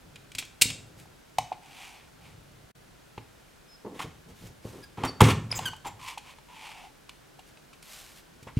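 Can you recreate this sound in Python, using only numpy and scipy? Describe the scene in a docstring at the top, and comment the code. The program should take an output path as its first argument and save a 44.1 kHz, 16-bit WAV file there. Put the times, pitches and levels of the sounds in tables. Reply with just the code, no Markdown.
"""A desk in a small room: a lever hole punch is worked on a fabric-covered cardboard cover.
The latch snaps open in bursts of noise over ringing steel modes; the card knocks as a few hollow modes.
Squeezed, it crunches and groans in filtered random slips, until the pin breaks through with a clack.
The lever squeaks back up in gliding overtones; the cover slides out as grainy rub over a moving hollow
tone, then bumps the desk, whose low modes boom. Hands brush and lean, over a soft hiss."""
import sys
import numpy as np
from scipy import signal
from scipy.fft import rfft, irfft
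from scipy.io import wavfile

SR = 44100
rng = np.random.default_rng(int(sys.argv[2]) if len(sys.argv) > 2 else 0)


def put_to_file(sound):
    """Save the sound as 16-bit audio at rate SR, in the file named by the first command-line argument."""
    columns = np.atleast_2d(sound).T  # one column per channel
    safe = np.clip(columns, -1, 1)
    whole_steps = np.round(safe * 32767)
    wavfile.write(sys.argv[1], SR, whole_steps.astype(np.int16))


N = 378819

# Levels of clicks, knocks and thuds are relative: a trim in their functions still applies.
# steel parts click: t/s, level/dB, ring t60/s, treble tilt/(dB per octave)
STEEL_CLICKS = [(0.156, -33.5, .041, -4), (0.317, -34.5, 0.024, -2), (0.349, -22, 0.031, -1),
                (0.3819, -16, 0.063, -1), (0.422, -29, 0.041, -7), (0.45, -40, .028, 5),
                (0.612, -6, 0.049, 0.5), (0.6182, 2.5, 0.033, 2), (0.7, -21, 0.04, -2.5),
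                (0.997, -39, 0.03, 1), (1.3835, -13, 0.023, -1.5), (1.5211, -33, 0.06, -8.5),
                (3.176, -29, .045, -10.5), (4.836, -39.5, 0.032, -2.5), (5.036, -16, 0.011, -7),
                (5.047, -26.5, 0.058, 3), (5.2055, -11, 0.025, 0), (5.215, -5.5, 0.013, 9),
                (5.237, -13.5, 0.052, -4), (5.3008, -16, 0.062, -7), (5.524, -19, 0.024, -6.5),
                (5.589, -21.5, 0.021, -2), (5.732, -34, 0.029, -6), (5.763, -42, .03, 4),
                (5.866, -34, 0.061, 3), (6.176, -27.5, 0.045, -3), (6.335, -41.5, .025, -9),
                (6.385, -37.5, 0.019, -6.5), (7.092, -31, 0.029, -2.5), (7.39, -39, 0.044, -3),
                (7.57, -41.5, 0.041, -6.5), (7.728, -40.5, 0.059, -5), (7.825, -37.5, .032, 0.5),
                (8.426, -41.5, 0.049, 1), (8.564, -36, 0.091, -4.5)]
# hollow knocks of card and jaw, higher when clamped: t/s, level/dB, pitch ratio
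CARD_KNOCKS = [(1.055, -43.5, 1.07), (1.384, -9.5, 1.009), (1.517, -16.5, 1.006), (3.177, -30.5, 1.12),
               (3.994, -30.5, 1.03), (4.002, -21.5, 1.36), (4.982, -28.5, 1.076), (5.036, -14.5, 1.1),
               (5.2065, 0.5, 1.16), (5.591, -21, 1.04), (5.732, -27.5, 1.18), (6.174, -26, 1.12),
               (6.384, -42, 1.2), (7.091, -39.5, 1.33), (7.39, -39.5, 1.016), (7.729, -43.5, 1.5),
               (8.471, -40.5, 0.73)]
# blows that reach the desk: t/s, level/dB, contact time/ms
DESK_THUDS = [(0.351, -36, 4.6), (0.618, -26, 2.5), (0.655, -26.5, 2.4), (1.386, -32.5, 2),
              (3.178, -34, 2.6), (3.849, -45, 2), (4.046, -35.5, 2), (4.653, -28.5, 1), (4.982, -30.5, 1.7),
              (5.037, -20.5, 2.2), (5.21, -10, 1.7), (5.2193, -0.5, 1.42), (5.238, -22, 2.6),
              (5.2818, -11.5, 2.75), (8.426, -39.5, 2.4), (8.469, -38.5, 0.65), (8.569, -10.5, 3.76)]
# card fibres tear and rasp: t/s, length/s, level/dB, tilt/(dB per octave)
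FIBRE_CRUNCHES = [(3.944, 0.07, -54.5, 1), (3.991, 0.013, -36.5, -1), (4.013, 0.013, -36.5, 0),
                  (4.691, 0.12, -62, -1), (4.972, 0.08, -45, -3), (5.034, 0.028, -32, -3.5),
                  (5.196, 0.0065, -43, -4.5), (5.2047, 0.0039, -14.5, -2), (5.228, 0.0473, -29, 0),
                  (5.282, 0.029, -27.5, -0.5), (5.504, 0.18, -44, -1), (5.847, 0.031, -43.5, -1),
                  (8.469, 0.02, -47, -4)]
# the loaded card and grip groan: t/s, length/s, level/dB
CARD_GROANS = [(3.846, 0.029, -36), (3.887, 0.076, -46), (4.04, 0.018, -46), (4.644, 0.042, -45.5),
               (4.727, 0.074, -48.5), (4.974, 0.056, -42), (5.04, 0.053, -38), (5.22, 0.0094, -17),
               (5.243, 0.051, -29), (5.854, 0.015, -44.5)]
# dry steel sticks and slips: t/s, length/s, first f/Hz, last f/Hz, level/dB,
# overtone step/(dB per octave), pitch unsteadiness (rms share of f)
LEVER_SQUEAKS = [(3.677, 0.083, 5190, 5090, -53, -43.5, 0.0031),
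                 (4.823, 0.027, 1684, 1640, -49.5, -24, 0.0046),
                 (4.826, 0.019, 5020, 4820, -48, -10, 0.018), (5.043, 0.0525, 5620, 5530, -47, -22, 0.0104),
                 (5.07, 0.028, 4600, 4590, -35, -18, 0.014), (5.514, 0.0046, 5330, 4980, -21, -16, 0.02),
                 (5.549, 0.0303, 7560, 7020, -31.5, -9.5, 0.068),
                 (5.654, 0.0097, 1642, 1556, -30, -4.5, 0.019), (5.66, 0.026, 1570, 1470, -36, -5, 0.021),
                 (5.858, 0.029, 7570, 7220, -44.5, -13, 0.0128)]
# card slides over desk and jaw, and the hollow under it sings: t/s, speeding up/s, slowing down/s,
# rub level/dB, rub tilt/(dB per octave), hollow level/dB, first f/Hz, last f/Hz
CARD_SLIDES = [(1.62, .22, 0.16, -47, 1, -59, 820, 788), (1.93, 0.026, 0.16, -55.5, -1, -68.5, 800, 797),
               (2.18, 0.086, .11, -57, 0, -67.5, 800, 798), (5.842, 0.035, 0.033, -46, 1, -38, 900, 806),
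               (5.988, .1, 0.077, -41, 1, -48.5, 1080, 911), (6.22, 0.072, 0.062, -50, 0, -60, 1000, 1008),
               (6.48, .18, .22, -45.5, -0.5, -53.5, 950, 808.5),
               (6.78, 0.073, 0.058, -57, 0.5, -53, 770, 829)]
# skin brushes over grip and fabric: t/s, speeding up/s, slowing down/s, level/dB
SKIN_BRUSHES = [(0.96, 0.037, 0.07, -57), (4.28, 0.028, 0.026, -57), (4.35, 0.13, 0.031, -53.5),
                (4.62, 0.056, 0.2, -55.5), (7.45, 0.039, 0.047, -60.5), (7.82, 0.12, 0.23, -48),
                (8.145, 0.022, 0.066, -53)]
# the hands shift their weight and stir the desk: t/s, pressing/s, easing/s, level/dB
HAND_LEANS = [(0.0, 0.04, 0.55, -55.5), (0.62, 0.093, .42, -47.5), (2.0, 0.31, .7, -54),
              (4.03, 0.048, .15, -51), (4.25, 0.044, .08, -47), (4.39, 0.055, .11, -45),
              (4.62, 0.14, .23, -56.5), (5.47, 0.13, .16, -40), (5.8, 0.099, .2, -51.5)]

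# ringing modes of the desk top: f/Hz, level/dB, t60/s
DESK_MODES = [(62, -27, .15), (114.9, -5, 0.31), (149, -4.5, 0.25), (206, 4.5, 0.018), (216, -11, 0.11),
              (264.9, -11, 0.25), (365, 1, 0.017), (440.6, -1.5, 0.052)]
# ringing modes of the card in the jaw at pitch ratio 1: f/Hz, level/dB, t60/s
JAW_MODES = [(753, -0.5, 0.0416), (817.4, 0.5, 0.029), (1058, -10.5, 0.034), (2430, -19, 0.019),
             (3300, -30, 0.023)]
# ringing modes of the steel frame: f/Hz, level/dB, t60/s
FRAME_MODES = [(2580, 1.5, .2), (2800, -2.5, 0.14), (3130, -6.5, .2), (4130, -2.5, 0.2), (7050, 3, .18),
               (7420, 4, .25), (7600, -8, 0.35), (8400, -5, .16), (9900, -12.5, .2), (11358, -12, .16)]

# Spectra of the noisy sounds; only their shape counts, the overall power is levelled out.
# steel crack: f/Hz, level/dB (per Hz)
CRACK_SPECTRUM = [(200, -15.5), (1000, -12.5), (1800, -8), (2400, 6), (3400, 1.5), (4500, 0), (5600, -3),
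                  (8300, -2), (10500, -6), (13000, -12), (16000, -16)]
# tearing fibres: f/Hz, level/dB (per Hz)
CRUNCH_SPECTRUM = [(150, -2.5), (600, -3), (1050, 9), (1550, 0), (2200, 3.5), (2650, 0.5), (3300, 1),
                   (4500, -8.5), (7000, -9), (10000, -11.5), (15500, -22.5)]
# groaning stack: f/Hz, level/dB (per Hz)
GROAN_SPECTRUM = [(30, -29.5), (90, -4), (180, 3), (420, 7), (600, -4.5), (1100, -10), (1700, -26),
                  (5000, -52.5), (16000, -63.5)]
# rubbing card: f/Hz, level/dB (per Hz)
RUB_SPECTRUM = [(200, -43), (500, -19.5), (800, 0), (1100, -0.5), (1530, -9.5), (2350, 3.5), (3300, -1),
                (4000, -7), (5100, -9.5), (9200, -13.5), (14000, -23), (16000, -30)]
# brushing skin: f/Hz, level/dB (per Hz)
BRUSH_SPECTRUM = [(350, -24), (600, 1.5), (727, -3), (812, 2), (894, -2), (2830, 3), (7830, -1),
                  (14500, -5.5), (16000, -22)]
# desk murmur under the hands: f/Hz, level/dB (per Hz)
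MURMUR_SPECTRUM = [(30, -15), (80, -7), (108, 1.5), (125, -10.5), (148, 3), (180, -11), (300, -15.5),
                   (600, -22.5), (2000, -44.5), (16000, -73)]
# hiss common to both channels: f/Hz, level/dB (per Hz)
MID_HISS_SPECTRUM = [(15, -34.5), (25, -1.5), (53, 1.5), (102, -6), (141, 1), (195, -5), (659, -10),
                     (818, -11), (1260, -13), (1400, -10), (1940, -14.5), (2760, -15.5), (9840, -23.5),
                     (14400, -28), (16000, -31)]
# hiss that differs between the channels: f/Hz, level/dB (per Hz)
SIDE_HISS_SPECTRUM = [(15, -56), (25, -19), (59, -19.5), (94, -7), (200, -2), (354, -2.5), (677, -8),
                      (14400, -30.5), (16000, -32)]
# where the reverberation differs most between the microphones: f/Hz, level/dB
REVERB_SPREAD = [(60, -21.5), (250, -18.5), (1000, -0.5), (4000, 1), (8000, 7), (16000, 1.5)]

# decay of the room: f/Hz, t60/s
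REVERB_T60 = [(100, 0.6), (500, 0.457), (3000, 0.36), (7000, 0.39), (12000, 0.22)]
# strength of the reverberation: f/Hz, level/dB
REVERB_LEVEL = [(100, -6.5), (500, -11), (1000, -8.5), (3000, -10), (8000, -9), (15000, -18.5)]

MID_HISS_DB, SIDE_HISS_DB = -57.5, -59.5
CUTOFF_HZ = 15900  # no squeak overtone starts above this
BUILD_UP_SHARE = 0.059  # a click swells for this share of its ring: more rattling parts, later peak
FULL_RATTLE_S = 0.05  # a click that rings this long drives the frame fully, a shorter one less
FRAME_DB = -41  # the frame's ring under the crack
# rise in level from first grip to full speed; the hollow follows speed much less than the rub
SLIDE_SWELL_DB, HOLLOW_SWELL_DB, BRUSH_SWELL_DB, LEAN_SWELL_DB = 14, 3, 10.5, 13.5
SWELL_SHAPE = 1.1  # roundness of every hand movement's peak (1 = pointed)
GRIP_S, LET_GO_S = 0.006, 0.035  # friction sets in quickly and ends more softly
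DIP_S, DIP_LENGTH_S, DIP_EDGE_S, DIP_DB = 2.733, 0.023, 0.0083, -33  # the level dips briefly


def from_db(db):
    """Decibels to gain."""
    return 10 ** (np.asarray(db) / 20)


def rms_one(x):
    """Scale to rms 1."""
    return x / np.sqrt(np.mean(x ** 2) + 1e-20)


def at_hz(points, hz):
    """Read a table on a log-frequency axis."""
    f, value = np.transpose(points)
    return np.interp(np.log(np.maximum(hz, 1)), np.log(f), value)


def seconds(length):
    """Time axis of a given length."""
    return np.arange(int(length * SR)) / SR


def add(out, s, sound):
    """Mix a sound in at a given time."""
    i = int(s * SR)
    out[i:i + len(sound)] += sound[:len(out) - i]


def coloured(x, spectrum, tilt=0, size=1024):
    """Causal (minimum-phase) filter with this spectrum and unit power gain."""
    hz = np.fft.rfftfreq(size, 1 / SR)
    level_db = at_hz(spectrum, hz) + tilt * np.log2(np.maximum(hz, 500))
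    cepstrum = irfft(np.log(from_db(level_db)))
    # folding the cepstrum forward makes the response start at once
    cepstrum[1:size // 2] *= 2
    cepstrum[size // 2 + 1:] = 0
    response = irfft(np.exp(rfft(cepstrum)))
    return signal.fftconvolve(x, response / np.linalg.norm(response))[:len(x)]


def ring(modes, t, scatter_db):
    """Free ringing of a body; every blow shares its force differently among the modes."""
    total = 0
    for hz, db, t60 in modes:
        level_db = db + scatter_db * rng.normal() - 60 * t / t60
        total = total + from_db(level_db) * np.sin(2 * np.pi * hz * t)
    return total


def grains(count, per_s, spread_db):
    """Random tiny slips of uneven size; rms 1."""
    sizes = from_db(spread_db * np.minimum(rng.exponential(1, count), 4))
    signed = sizes * rng.choice([-1, 1], count)
    return rms_one(signed * (rng.random(count) < per_s / SR))


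def wander(count, rate_hz):
    """Random motion, mostly slower than a given rate; rms 1."""
    lowpass = signal.butter(2, rate_hz, fs=SR, output="sos")
    return rms_one(signal.sosfilt(lowpass, rng.standard_normal(count)))


def stroke(t, length, rise, fall):
    """A push that builds up, holds and lets go."""
    return (1 - np.exp(-t / rise)) * np.exp(-np.maximum(t - length, 0) / fall)


def movement(t, rise, fall, swell_db):
    """A hand grips, speeds up, slows down and lets go; friction is loudest at full speed."""
    from_peak = np.maximum((rise - t) / rise, (t - rise) / fall)
    contact = np.clip(np.minimum(t / GRIP_S, (rise + fall - t) / LET_GO_S), 0, 1)
    return contact * from_db(-swell_db * from_peak ** SWELL_SHAPE)


def hiss(spectrum):
    """A steady bed of shaped noise."""
    return coloured(rng.standard_normal(N), spectrum, size=8192)


def handling():
    """Fine-grained friction of skin, and the desk's murmur under the hands."""
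    out = np.zeros(N)
    for s, rise, fall, db in SKIN_BRUSHES:
        t = seconds(rise + fall)
        brush = coloured(grains(len(t), per_s=7700, spread_db=4.0), BRUSH_SPECTRUM)
        add(out, s, from_db(db) * brush * movement(t, rise, fall, BRUSH_SWELL_DB))
    for s, rise, fall, db in HAND_LEANS:
        t = seconds(rise + fall)
        murmur = rms_one(coloured(rng.standard_normal(len(t)), MURMUR_SPECTRUM, size=8192))
        add(out, s, from_db(db) * murmur * movement(t, rise, fall, LEAN_SWELL_DB))
    return out


def room(x, build_up_s=0.0053):
    """Wall echoes thicken, then die away at a rate of their own in each of eight bands."""
    t, response = seconds(0.7), 0
    edges = np.geomspace(60, 17000, 9)
    for low, high in zip(edges, edges[1:]):
        hz = np.sqrt(low * high)
        decay = np.exp(-np.log(1000) * t / at_hz(REVERB_T60, hz))
        fade = (1 - np.exp(-(t / build_up_s) ** 2)) * decay
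        echoes = rng.standard_normal(len(t)) * fade / np.linalg.norm(fade)
        band = signal.butter(2, [low, high], "band", fs=SR, output="sos")
        response = response + from_db(at_hz(REVERB_LEVEL, hz)) * signal.sosfilt(band, echoes)
    return signal.fftconvolve(x, response)[:N]


def clicks(trim_db=-4.0):
    """Steel on steel: a noisy crack of crowded short modes, with a faint ring of the frame."""
    out, t = np.zeros(N), seconds(0.25)
    for s, db, t60, tilt in STEEL_CLICKS:
        onset = 1 - np.exp(-(t / (BUILD_UP_SHARE * t60)) ** 2)
        decay = np.exp(-np.log(1000) * t / max(t60, 0.004))
        crack = coloured(rng.standard_normal(len(t)) * onset * decay, CRACK_SPECTRUM, tilt)
        drive = from_db(FRAME_DB) * min(t60 / FULL_RATTLE_S, 1)
        frame = drive * onset * ring(FRAME_MODES, t, scatter_db=1.5)
        add(out, s, from_db(db + trim_db) * (crack + frame))
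    return out


def thuds(trim_db=-7.0, lowest_hz=50):
    """The desk top booms; longer contact leaves out upper modes, and the deepest bass is not radiated."""
    out, t = np.zeros(N), seconds(0.5)
    for s, db, contact_ms in DESK_THUDS:
        force = np.sin(np.pi * np.minimum(1000 * t / max(contact_ms, 0.2), 1)) ** 2
        modes = ring(DESK_MODES, t, scatter_db=3.4)
        boom = signal.fftconvolve(modes, force / force.sum())[:len(t)]
        add(out, s, -from_db(db + trim_db) * boom)
    return signal.sosfilt(signal.butter(2, lowest_hz, "high", fs=SR, output="sos"), out)


def knocks(trim_db=-1.5, rise_s=0.0021):
    """The card, held in the jaw, rings briefly and hollowly."""
    out, t = np.zeros(N), seconds(0.2)
    onset = 1 - np.exp(-(t / rise_s) ** 2)
    for s, db, ratio in CARD_KNOCKS:
        # a higher pitch ratio also shortens the ring
        knock = ring(JAW_MODES, t * ratio, scatter_db=1.5) * onset
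        add(out, s, from_db(db + trim_db) * knock)
    return out


def hollow(hz, half_width_hz=75):
    """Friction excites the air under the card, whose pitch moves as the gap changes; rms 1."""
    phase = 2 * np.pi * np.cumsum(hz) / SR
    cosine_part = wander(len(hz), half_width_hz) * np.cos(phase)
    sine_part = wander(len(hz), half_width_hz) * np.sin(phase)
    return rms_one(cosine_part + sine_part)


def slides(catch_db=1.0):
    """The card rubs in fine grains that catch unevenly, over the tone of the hollow beneath it."""
    out = np.zeros(N)
    for s, rise, fall, rub_db, tilt, hollow_db, first_hz, last_hz in CARD_SLIDES:
        t = seconds(rise + fall)
        catches = from_db(catch_db * wander(len(t), rate_hz=30))
        slips = grains(len(t), per_s=3500, spread_db=2.5) * catches
        rub = coloured(slips, RUB_SPECTRUM, tilt) * movement(t, rise, fall, SLIDE_SWELL_DB)
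        glide_hz = np.linspace(first_hz, last_hz, len(t))
        tone = hollow(glide_hz) * movement(t, rise, fall, HOLLOW_SWELL_DB)
        add(out, s, from_db(rub_db) * rub + from_db(hollow_db) * tone)
    return out


def squeaks(pivot_hz=3100, pivot_width_hz=450, pivot_db=9.5):
    """Stick-slip tones sag as the lever slows; a resonance of the lever lifts the overtones near it."""
    out, t = np.zeros(N), seconds(0.2)
    for s, length, first_hz, last_hz, db, step_db, unsteady in LEVER_SQUEAKS:
        glide_hz = np.interp(t, [0, length], [first_hz, last_hz])
        hz = glide_hz * (1 + unsteady * wander(len(t), rate_hz=670))
        phase = 2 * np.pi * np.cumsum(hz) / SR
        orders = np.arange(1, int(CUTOFF_HZ / first_hz) + 1)[:, None]
        lift_db = pivot_db / (1 + ((orders * hz - pivot_hz) / pivot_width_hz) ** 2)
        overtones = from_db(step_db * np.log2(orders) + lift_db) * np.sin(orders * phase)
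        tone = np.sum(overtones, axis=0)
        add(out, s, from_db(db) * tone * stroke(t, length, rise=length / 3, fall=0.003))
    return out


def cardboard(clump_db=1.0):
    """Fibres snap in clumps, ply after ply, under the pin; sparser slips make the stack groan."""
    out, t = np.zeros(N), seconds(0.2)
    for s, length, db, tilt in FIBRE_CRUNCHES:
        plies = from_db(clump_db * wander(len(t), rate_hz=85))
        push = stroke(t, length, rise=0.0011, fall=0.015)
        snaps = grains(len(t), per_s=9000, spread_db=1.5) * plies * push
        add(out, s, from_db(db) * coloured(snaps, CRUNCH_SPECTRUM, tilt))
    for s, length, db in CARD_GROANS:
        push = stroke(t, length, rise=0.0017, fall=0.00956)
        slips = grains(len(t), per_s=900, spread_db=1.5) * push
        add(out, s, from_db(db) * coloured(slips, GROAN_SPECTRUM))
    return out


def scene():
    """Two close microphones share the direct sound; the room and the hiss differ between them."""
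    knocking, squeaking = knocks(), squeaks()
    rest = handling() + clicks() + thuds() + slides() + cardboard()
    # knocks send less into the room, squeaks slightly more
    room_send = rest + from_db(-6.0) * knocking + from_db(1.0) * squeaking
    direct = rest + knocking + squeaking
    mid = direct + room(room_send) + from_db(MID_HISS_DB) * hiss(MID_HISS_SPECTRUM)
    side_room = from_db(-14.0) * room(coloured(room_send, REVERB_SPREAD))
    side = side_room + from_db(SIDE_HISS_DB) * hiss(SIDE_HISS_SPECTRUM)
    return np.array([mid + side, mid - side])


def record(dry):
    """The level dips once, the highest peaks are rounded and the top is cut."""
    outside = np.abs(np.arange(N) / SR - DIP_S) - DIP_LENGTH_S / 2
    dip = from_db(DIP_DB * np.clip(1 - outside / DIP_EDGE_S, 0, 1))
    rounded = 1.1 * np.tanh(dip * dry / 1.1)
    # 60 dB down from 900 Hz above the cutoff
    top_cut = signal.cheby2(14, 60, CUTOFF_HZ + 900, fs=SR, output="sos")
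    return signal.sosfilt(top_cut, rounded)


dry = scene()
out = record(dry)
put_to_file(out)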